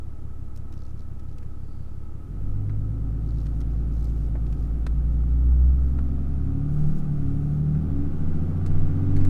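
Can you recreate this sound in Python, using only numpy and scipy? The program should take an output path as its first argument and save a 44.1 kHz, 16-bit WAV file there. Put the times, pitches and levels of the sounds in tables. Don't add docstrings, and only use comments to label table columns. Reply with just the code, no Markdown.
import sys
import numpy as np
from scipy import signal
from scipy.fft import rfft, irfft, next_fast_len
from scipy.io import wavfile

SR = 44100
rng = np.random.default_rng(int(sys.argv[2]) if len(sys.argv) > 2 else 0)


def materialize(psi):
    bounded = np.clip(np.atleast_2d(psi).T, -1, 1)
    quanta = np.round(bounded * 32767).astype(np.int16)
    wavfile.write(sys.argv[1], SR, quanta)


N = 409688
TIME = np.arange(N) / SR
OPEN_S = 2.15

# time_s, firing_hz
ENGINE_SPEED = [(0.0, 34.8), (2.15, 34.69), (2.4, 47.05), (2.6, 51.3), (3.23, 55.35), (3.97, 56.33),
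                (4.37, 55.74), (4.84, 56.77), (5.35, 59.9), (5.75, 64.05), (6.21, 67.13), (6.94, 75.98),
                (7.27, 71.66), (7.75, 75.48), (8.23, 85.45), (8.56, 88.76), (8.9, 93), (9.29, 95.68)]
def crankshaft(start_firing=3.75, wobble=.001):
    firing_hz = curve(ENGINE_SPEED)
    return firing_hz, start_firing + np.cumsum(firing_hz * (1 + wobble * drift(20))) / SR


def throttle(opening_s=0.2):
    return np.clip((TIME - OPEN_S) / opening_s, 0, 1)


# time_s, level_db
ENGINE_LOAD = [(0, -66), (2.15, -66), (2.33, -53), (2.7, -50), (3.5, -49), (5.6, -48.5), (6.6, -46),
               (7.6, -45), (8.4, -42), (9.3, -40)]
# frequency_hz, gain_db
CAB_BOOM = [(44, 22), (52, 18.5), (56, 23.5), (63, 33), (67, 20.5), (70, 19), (73, 12.5), (78, 17.5),
            (85, 12), (95, 17), (103, 23), (111, 14.5), (114, 3), (120, 12.5), (141, 12), (147, 20.5),
            (151, 23), (158, 4), (186, -6)]
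def exhaust(firing_hz, firings, flutter_db=.9, shift_s=7.0, shift_width_s=0.08, shift_db=-11.5):
    angle = 2 * np.pi * firings
    load_db = curve(ENGINE_LOAD) + shift_db * bell(shift_s, shift_width_s)
    low = amp(load_db + read(CAB_BOOM, firing_hz) + flutter_db * drift(29)) * np.cos(angle)
    octave_gain = amp(load_db + read(CAB_BOOM, 2 * firing_hz) + flutter_db * drift(11))
    octave = octave_gain * np.cos(2 * angle + 2 * np.pi * rng.random())
    return np.sqrt(2) * throttle() * (low + octave)


# harmonic, gain_db
CYCLE_HARMONICS = [(5, 2), (7, 1), (9, 3), (10, 0), (11, 4), (13, -2), (14, 0), (15, 7), (16, 2), (17, 4),
                   (18, 0), (19, 1), (20, -1), (21, 5), (23, -1), (24, 2), (25, -2), (26, 2), (27, 1),
                   (29, 2), (30, -2), (33, 4), (39, 3), (42, 3), (48, 4), (54, 2), (58, 3), (60, 6),
                   (66, 4), (78, 4)]
# frequency_hz, gain_db
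CAB_AIR = [(25, -6), (60, -16), (105, 1), (125, -10), (147, 7), (168, -5), (191, -1.5), (210, -9),
           (235, -4.5), (252, -10), (270, -2.5), (284, -5), (296, -16), (312, -5.5), (323, -17),
           (350, -8.5), (385, -18), (460, -26), (502, -20), (545, -25), (590, -33), (655, -27), (745, -26),
           (845, -31), (930, -42), (1300, -34), (1700, -42)]
# harmonic, resonance_hz, lift_db
HARMONIC_SWELLS = [(9, 107, 13), (9, 140, 4), (10, 153, 7), (11, 158, 7), (14, 146, 6), (14, 204, 7),
                   (15, 192, 7), (15, 166, -8), (15, 228, -8), (17, 244, 4), (17, 262, -8), (18, 286, 14.5),
                   (21, 194, -8), (21, 232, 6), (21, 283, 13), (21, 310, -6), (23, 274, 16), (24, 379, 9),
                   (25, 274, 9.5), (27, 274, 5), (30, 269, 11), (60, 665, 6.5), (54, 785, 9),
                   (78, 733, 4.5)]
def drone(firing_hz, firings, upper_db=-4, uneven_db=1.5, swell_width=.031):
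    step = 64
    cycles, cycle_hz, t = firings / 6, firing_hz[::step] / 6, TIME[::step]
    load_db = curve(ENGINE_LOAD, step=step)
    levels = {k: upper_db + uneven_db * rng.standard_normal() for k in range(28, 96)}
    levels.update(CYCLE_HARMONICS)
    turn = np.exp(2j * np.pi * cycles)
    wave, out = np.ones(N, complex), np.zeros(N)
    for k in range(1, max(levels) + 1):
        wave *= turn
        if k in levels:
            waver_db = (1 + k / 70) * np.interp(t * 5, np.arange(50), rng.standard_normal(50))
            swell_db = sum(db * np.exp(-((k * cycle_hz / hz - 1) / swell_width) ** 2)
                           for harmonic, hz, db in HARMONIC_SWELLS if harmonic == k)
            gain = amp(load_db + levels[k] + read(CAB_AIR, k * cycle_hz) + swell_db + waver_db)
            phase = np.exp(2j * np.pi * rng.random())
            out += (np.repeat(gain * phase, step)[:N] * wave).real
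    return np.sqrt(2) * out


CHUG_LAG = .55
# harmonic, level_db
IDLE_HUM = [(6, -48), (12, -39.5), (15, -53), (17, -47), (18, -44), (23, -53), (24, -51), (25, -56),
            (26, -60), (30, -59), (36, -58), (52, -64), (55, -64), (84, -71)]
def idle(firings):
    cycles = (firings - CHUG_LAG) / 6
    hum = -sum(amp(db + k / 75 * drift(24)) * np.sin(2 * np.pi * k * cycles) for k, db in IDLE_HUM)
    return np.sqrt(2) * hum * (1 - throttle())


def rush(gain_db=-3.5, cutoff_hz=1200):
    muffle = signal.butter(4, cutoff_hz, fs=SR)
    return amp(curve(ENGINE_LOAD) + gain_db) * signal.lfilter(*muffle, noise(CAB_AIR))


# frequency_hz, gain_db
BLOCK_SPECTRUM = [(100, -21), (300, -3.5), (600, -4), (850, -1), (980, -7.5), (1180, 4.5), (1300, -1),
                  (1520, 0.9), (1750, -21.5), (2600, -27), (5000, -46), (14000, -59.5)]
# pitch_hz, width_hz, gain_db
BLOCK_MODES = [(1290.6, 190, -0.5), (838, 15, -6)]
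def knock(firing_hz, firings, base_db=-66.5, db_per_octave=13, shut_lift_db=2.5,
          fade_s=0.022, scatter_db=1.0, repeat_share=0.57, ring_db=-74):
    strength = amp(scatter_db * rng.standard_normal(1024)[firings.astype(int)])
    burst = strength * np.exp(-(firings % 1) / firing_hz / fade_s)
    shared = np.interp(firings % 1, np.linspace(0, 1, 200), rng.standard_normal(200))
    own = np.interp(firings % 6 / 6, np.linspace(0, 1, 1200), rng.standard_normal(1200))
    fresh = 3 * rng.standard_normal(N)
    drive = burst * (np.sqrt(repeat_share) * unit(0.85 * shared + own)
                     + np.sqrt(1 - repeat_share) * fresh)
    ring = sum(amp(db) * unit(signal.lfilter(*signal.iirpeak(hz, hz / width, SR), drive))
               for hz, width, db in BLOCK_MODES)
    level_db = base_db + db_per_octave * np.log2(firing_hz / 55) + shut_lift_db * (1 - throttle())
    return amp(level_db) * colour(drive, BLOCK_SPECTRUM) + amp(ring_db) * unit(ring)


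CYLINDER_GAINS = [-0.5, -0.5, 4, 5, 3.5, 0.5]
def clatter(firing_hz, firings, level_db=-65.7, scatter_db=1.1, slip_rad=0.8):
    shot, progress = firings.astype(int), firings % 1
    strength = amp(np.array(CYLINDER_GAINS)[shot % 6] + scatter_db * rng.standard_normal(1024)[shot])
    swell = np.sin(np.pi * progress) ** 1.3 * strength
    ring = 0
    for hz, _, db in BLOCK_MODES:
        phase = 2 * np.pi * rng.random(6)[shot % 6] + slip_rad * rng.standard_normal(1024)[shot]
        ring += amp(db) * np.cos(2 * np.pi * hz * progress / firing_hz + phase)
    return amp(level_db) * unit(swell * ring)


# time_s, pitch_hz, level_db, octave_level_db
GEAR_WHINE = [(6.45, 357, -68, -72), (6.9, 391, -56, -63), (7.07, 401, -56, -61.5), (7.3, 403, -55, -76),
              (7.9, 423, -56, -80), (8.6, 467, -75, -90)]
def gears(waver_db=3.0):
    angle = 2 * np.pi * np.cumsum(curve(GEAR_WHINE)) / SR
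    tone = amp(curve(GEAR_WHINE, column=2)) * np.cos(angle)
    octave = amp(curve(GEAR_WHINE, column=3)) * np.cos(2 * angle)
    fade_in = np.clip((TIME - GEAR_WHINE[0][0]) * 10, 0, 1)
    return np.sqrt(2) * fade_in * amp(waver_db * drift(4.7)) * (tone + octave)


# frequency_hz, gain_db
ROAD_SPECTRUM = [(15, -5), (35, -1), (60, -5), (100, -7.5), (160, -13), (260, -19.5), (350, -22),
                 (450, -26), (590, -32), (700, -33), (1000, -41), (2000, -43.5), (4000, -54), (9000, -64)]
def road(firings, base_db=-42.5, rise_db=11, rise_s=7.54, fade_in_s=1.5, throb=0.13, bump_db=-21):
    moving_s = np.maximum(TIME - OPEN_S, 0)
    fade_in = np.clip(moving_s / fade_in_s, 0, 1)
    level = fade_in * amp(base_db + rise_db * (moving_s / rise_s) ** 3.7)
    pulse = 1 + throb * np.cos(2 * np.pi * firings)
    return np.hypot(level, amp(bump_db) * jolt()) * noise(ROAD_SPECTRUM) * pulse


# centre_s, half_width_s, level_db
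ROAD_BUMPS = [(2.5, 0.32, -24), (6.15, 0.7, -27), (6.9, 0.14, -20.5), (7.27, 0.16, -24.5),
              (8.001, 0.11, -24), (8.3, 0.17, -20.5), (8.798, .13, -15), (9.23, 0.14, -14.5)]
def jolt():
    return sum(amp(db) * bell(s, width) for s, width, db in ROAD_BUMPS)


def shake(firings, rock_db=-30.5, hop_db=-33, hop_hz=13.0, wander_hz=1.0):
    rolling = np.clip(TIME - OPEN_S, 0, 1)
    rock = -amp(rock_db) * np.cos(2 * np.pi * (firings - CHUG_LAG) / 3)
    hop_angle = 2 * np.pi * np.cumsum(hop_hz + wander_hz * drift(5.4)) / SR
    hop = np.hypot(amp(hop_db), jolt()) * np.cos(hop_angle)
    return np.sqrt(2) * (np.sqrt(1 - rolling) * rock + np.sqrt(rolling) * hop)


# frequency_hz, gain_db
PANEL_SPECTRUM = [(25, -25), (46, 0), (80, -35), (300, -80)]
def panels(at_s=4.85, width_s=0.87, level_db=-33):
    return amp(level_db) * bell(at_s, width_s) * noise(PANEL_SPECTRUM)


# start_s, level_db, treble_db
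TRIM_TICKS = [(0.56, -48, -6), (0.573, -49.5, -6), (0.724, -50, -13), (0.737, -51.5, -15),
              (1.1939, -53, -16), (1.3825, -49, -13), (3.457, -49, -22), (3.466, -46, -19),
              (3.6037, -49, -10), (3.613, -47, -19), (4.043, -49, -5), (4.464, -47, -25),
              (4.5258, -47, -20)]
# frequency_hz, gain_db
TICK_SPECTRUM = [(1000, -18), (2500, -3), (4000, -2), (5500, 4.5), (8000, 0.5), (14000, 0)]
# start_s, level_db, tilt_db_per_octave, t60_s
DASH_CLACKS = [(1.427, -53.5, -0.5, .05), (2.694, -48.5, -3, 0.057), (4.352, -40.5, -8.5, 0.051),
               (4.865, -28.5, -2, 0.026), (5.986, -38, -6, 0.037), (7.748, -42.5, -7.5, 0.036),
               (8.661, -46.5, 2.5, 0.064), (9.163, -43.5, 0.5, 0.07), (9.208, -46, -2, 0.048),
               (9.248, -42.5, 2.4, 0.039)]
# frequency_hz, gain_db
DASH_SPECTRUM = [(150, -38), (420, -1), (1000, 0), (1300, 5), (2100, 0), (3200, -12), (4400, -9),
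                 (5500, -13), (8200, -15), (11000, -20), (15000, -32)]
def trim(tick_gain_db=2.0, tick_t60_s=0.023, tilt_per_treble=0.52, clack_gain_db=2.5):
    out = np.zeros(N)
    for s, db, treble_db in TRIM_TICKS:
        add(out, s, amp(db + tick_gain_db) * tap(TICK_SPECTRUM, tilt_per_treble * treble_db, tick_t60_s))
    for s, db, tilt, t60_s in DASH_CLACKS:
        add(out, s, amp(db + clack_gain_db) * tap(DASH_SPECTRUM, tilt, t60_s))
    return out


def tap(spectrum, tilt, t60_s, rise_s=0.0017):
    t = np.arange(4096) / SR
    burst = colour(rng.standard_normal(len(t)), spectrum, tilt)
    return burst * amp(-60 * t / t60_s) * (1 - np.exp(-t / rise_s))


# start_s, end_s, level_db, tilt_db_per_octave
CREAK_SPELLS = [(.745, .92, -52, 0), (.975, 1.03, -51, -1), (1.28, 1.33, -55, 0), (3.245, 3.33, -51, -3),
                (3.34, 3.43, -49, -4), (3.7, 3.82, -55, -2), (3.92, 4.11, -50, 4), (4.13, 4.28, -58, 0),
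                (4.55, 4.67, -57, 1)]
# frequency_hz, gain_db
SNAP_SPECTRUM = [(1500, -28), (3000, -10), (4000, 0), (5700, 0), (7500, -11), (14000, -22)]
def creak(slips_per_s=68, jitter=.35, spread_db=1.8, ends_db=-6, t60_s=.009):
    out = np.zeros(N)
    for start, end, db, tilt in CREAK_SPELLS:
        for s in np.arange(start, end, 1 / slips_per_s):
            arch_db = ends_db * (1 - np.sin(np.pi * (s - start) / (end - start)))
            gain = amp(db + arch_db + spread_db * rng.standard_normal())
            snap = gain * tap(SNAP_SPECTRUM, tilt, t60_s, rise_s=0.00051)
            add(out, s + jitter * rng.random() / slips_per_s, snap)
    return out


# start_s, end_s, level_db
HAND_STROKES = [(3.28, 3.65, -72.5), (3.9, 4.32, -71), (4.43, 4.72, -73.5), (5.8, 6.1, -74.5),
                (6.66, 7.08, -67.6), (7.04, 7.64, -74)]
# frequency_hz, gain_db
PALM_SPECTRUM = [(1500, -8), (3000, 0), (6500, 2.5), (10000, -2), (14000, -2.5)]
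def steering_wheel(grain_db=2.0, edge_s=.08):
    level = sum(amp(db) * np.clip(np.minimum(TIME - start, end - TIME) / edge_s, 0, 1)
                for start, end, db in HAND_STROKES)
    return level * amp(grain_db * drift(91)) * noise(PALM_SPECTRUM)


# frequency_hz, gain_db
BRAKE_SPECTRUM = [(3500, -19), (4300, -10), (4650, -4), (5000, -14), (5500, -26), (9000, -40)]
def brake(at_s=1.76, width_s=0.19, level_db=-75):
    return amp(level_db) * bell(at_s, width_s) * noise(BRAKE_SPECTRUM)


# frequency_hz, gain_db
BAY_SPECTRUM = [(35, -8), (60, -13), (260, -16.5), (350, -20), (450, -26), (590, -31), (750, -33),
                (1000, -40), (2000, -45.5), (6000, -61)]
def bay_murmur(level_db=-47):
    return amp(level_db) * noise(BAY_SPECTRUM)


# frequency_hz, gain_db
HISS_SPECTRUM = [(100, 7), (1000, 10.5), (2000, -4.5), (3500, -5.5), (6000, -4), (10000, -6.5),
                 (13000, -11.5), (15000, -16.5)]
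def hiss(level_db=-68.0):
    return amp(level_db) * noise(HISS_SPECTRUM)


def amp(db):
    return 10 ** (np.asarray(db) / 20)


def unit(x):
    return x / np.sqrt(np.mean(x ** 2) + 1e-20)


def bell(at_s, width_s):
    return np.exp(-((TIME - at_s) / width_s) ** 2)


def curve(rows, column=1, step=1):
    rows = np.asarray(rows)
    return np.interp(TIME[::step], rows[:, 0], rows[:, column])


def read(spectrum, hz):
    points_hz, db = np.transpose(spectrum)
    return np.interp(np.log(np.maximum(hz, 1)), np.log(points_hz), db)


def colour(x, spectrum, tilt=0):
    hz = np.fft.rfftfreq(len(x), 1 / SR)
    gain_db = read(spectrum, hz) + tilt * np.log2(np.maximum(hz, spectrum[0][0]))
    return unit(irfft(rfft(x) * amp(gain_db), len(x)))


def noise(spectrum):
    return colour(rng.standard_normal(next_fast_len(N, True)), spectrum)[:N]


def drift(rate):
    return np.interp(TIME * rate, np.arange(2048), rng.standard_normal(2048))


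def add(mix, s, sound):
    part = mix[round(s * SR):][:len(sound)]
    part += sound[:len(part)]


def scene():
    firing_hz, firings = crankshaft()
    engine = exhaust(firing_hz, firings) + drone(firing_hz, firings) + idle(firings) + rush()
    engine += knock(firing_hz, firings) + clatter(firing_hz, firings) + gears() + bay_murmur()
    cab = shake(firings) + panels() + trim() + creak() + brake() + steering_wheel() + hiss()
    return (engine + road(firings) + cab)[None]


def record(dry, edge_hz=15200):
    lowpass = signal.firwin(511, edge_hz, window=("kaiser", 9), fs=SR)
    return signal.oaconvolve(dry, lowpass[None], "same")


dry = scene()
out = record(dry)
materialize(out)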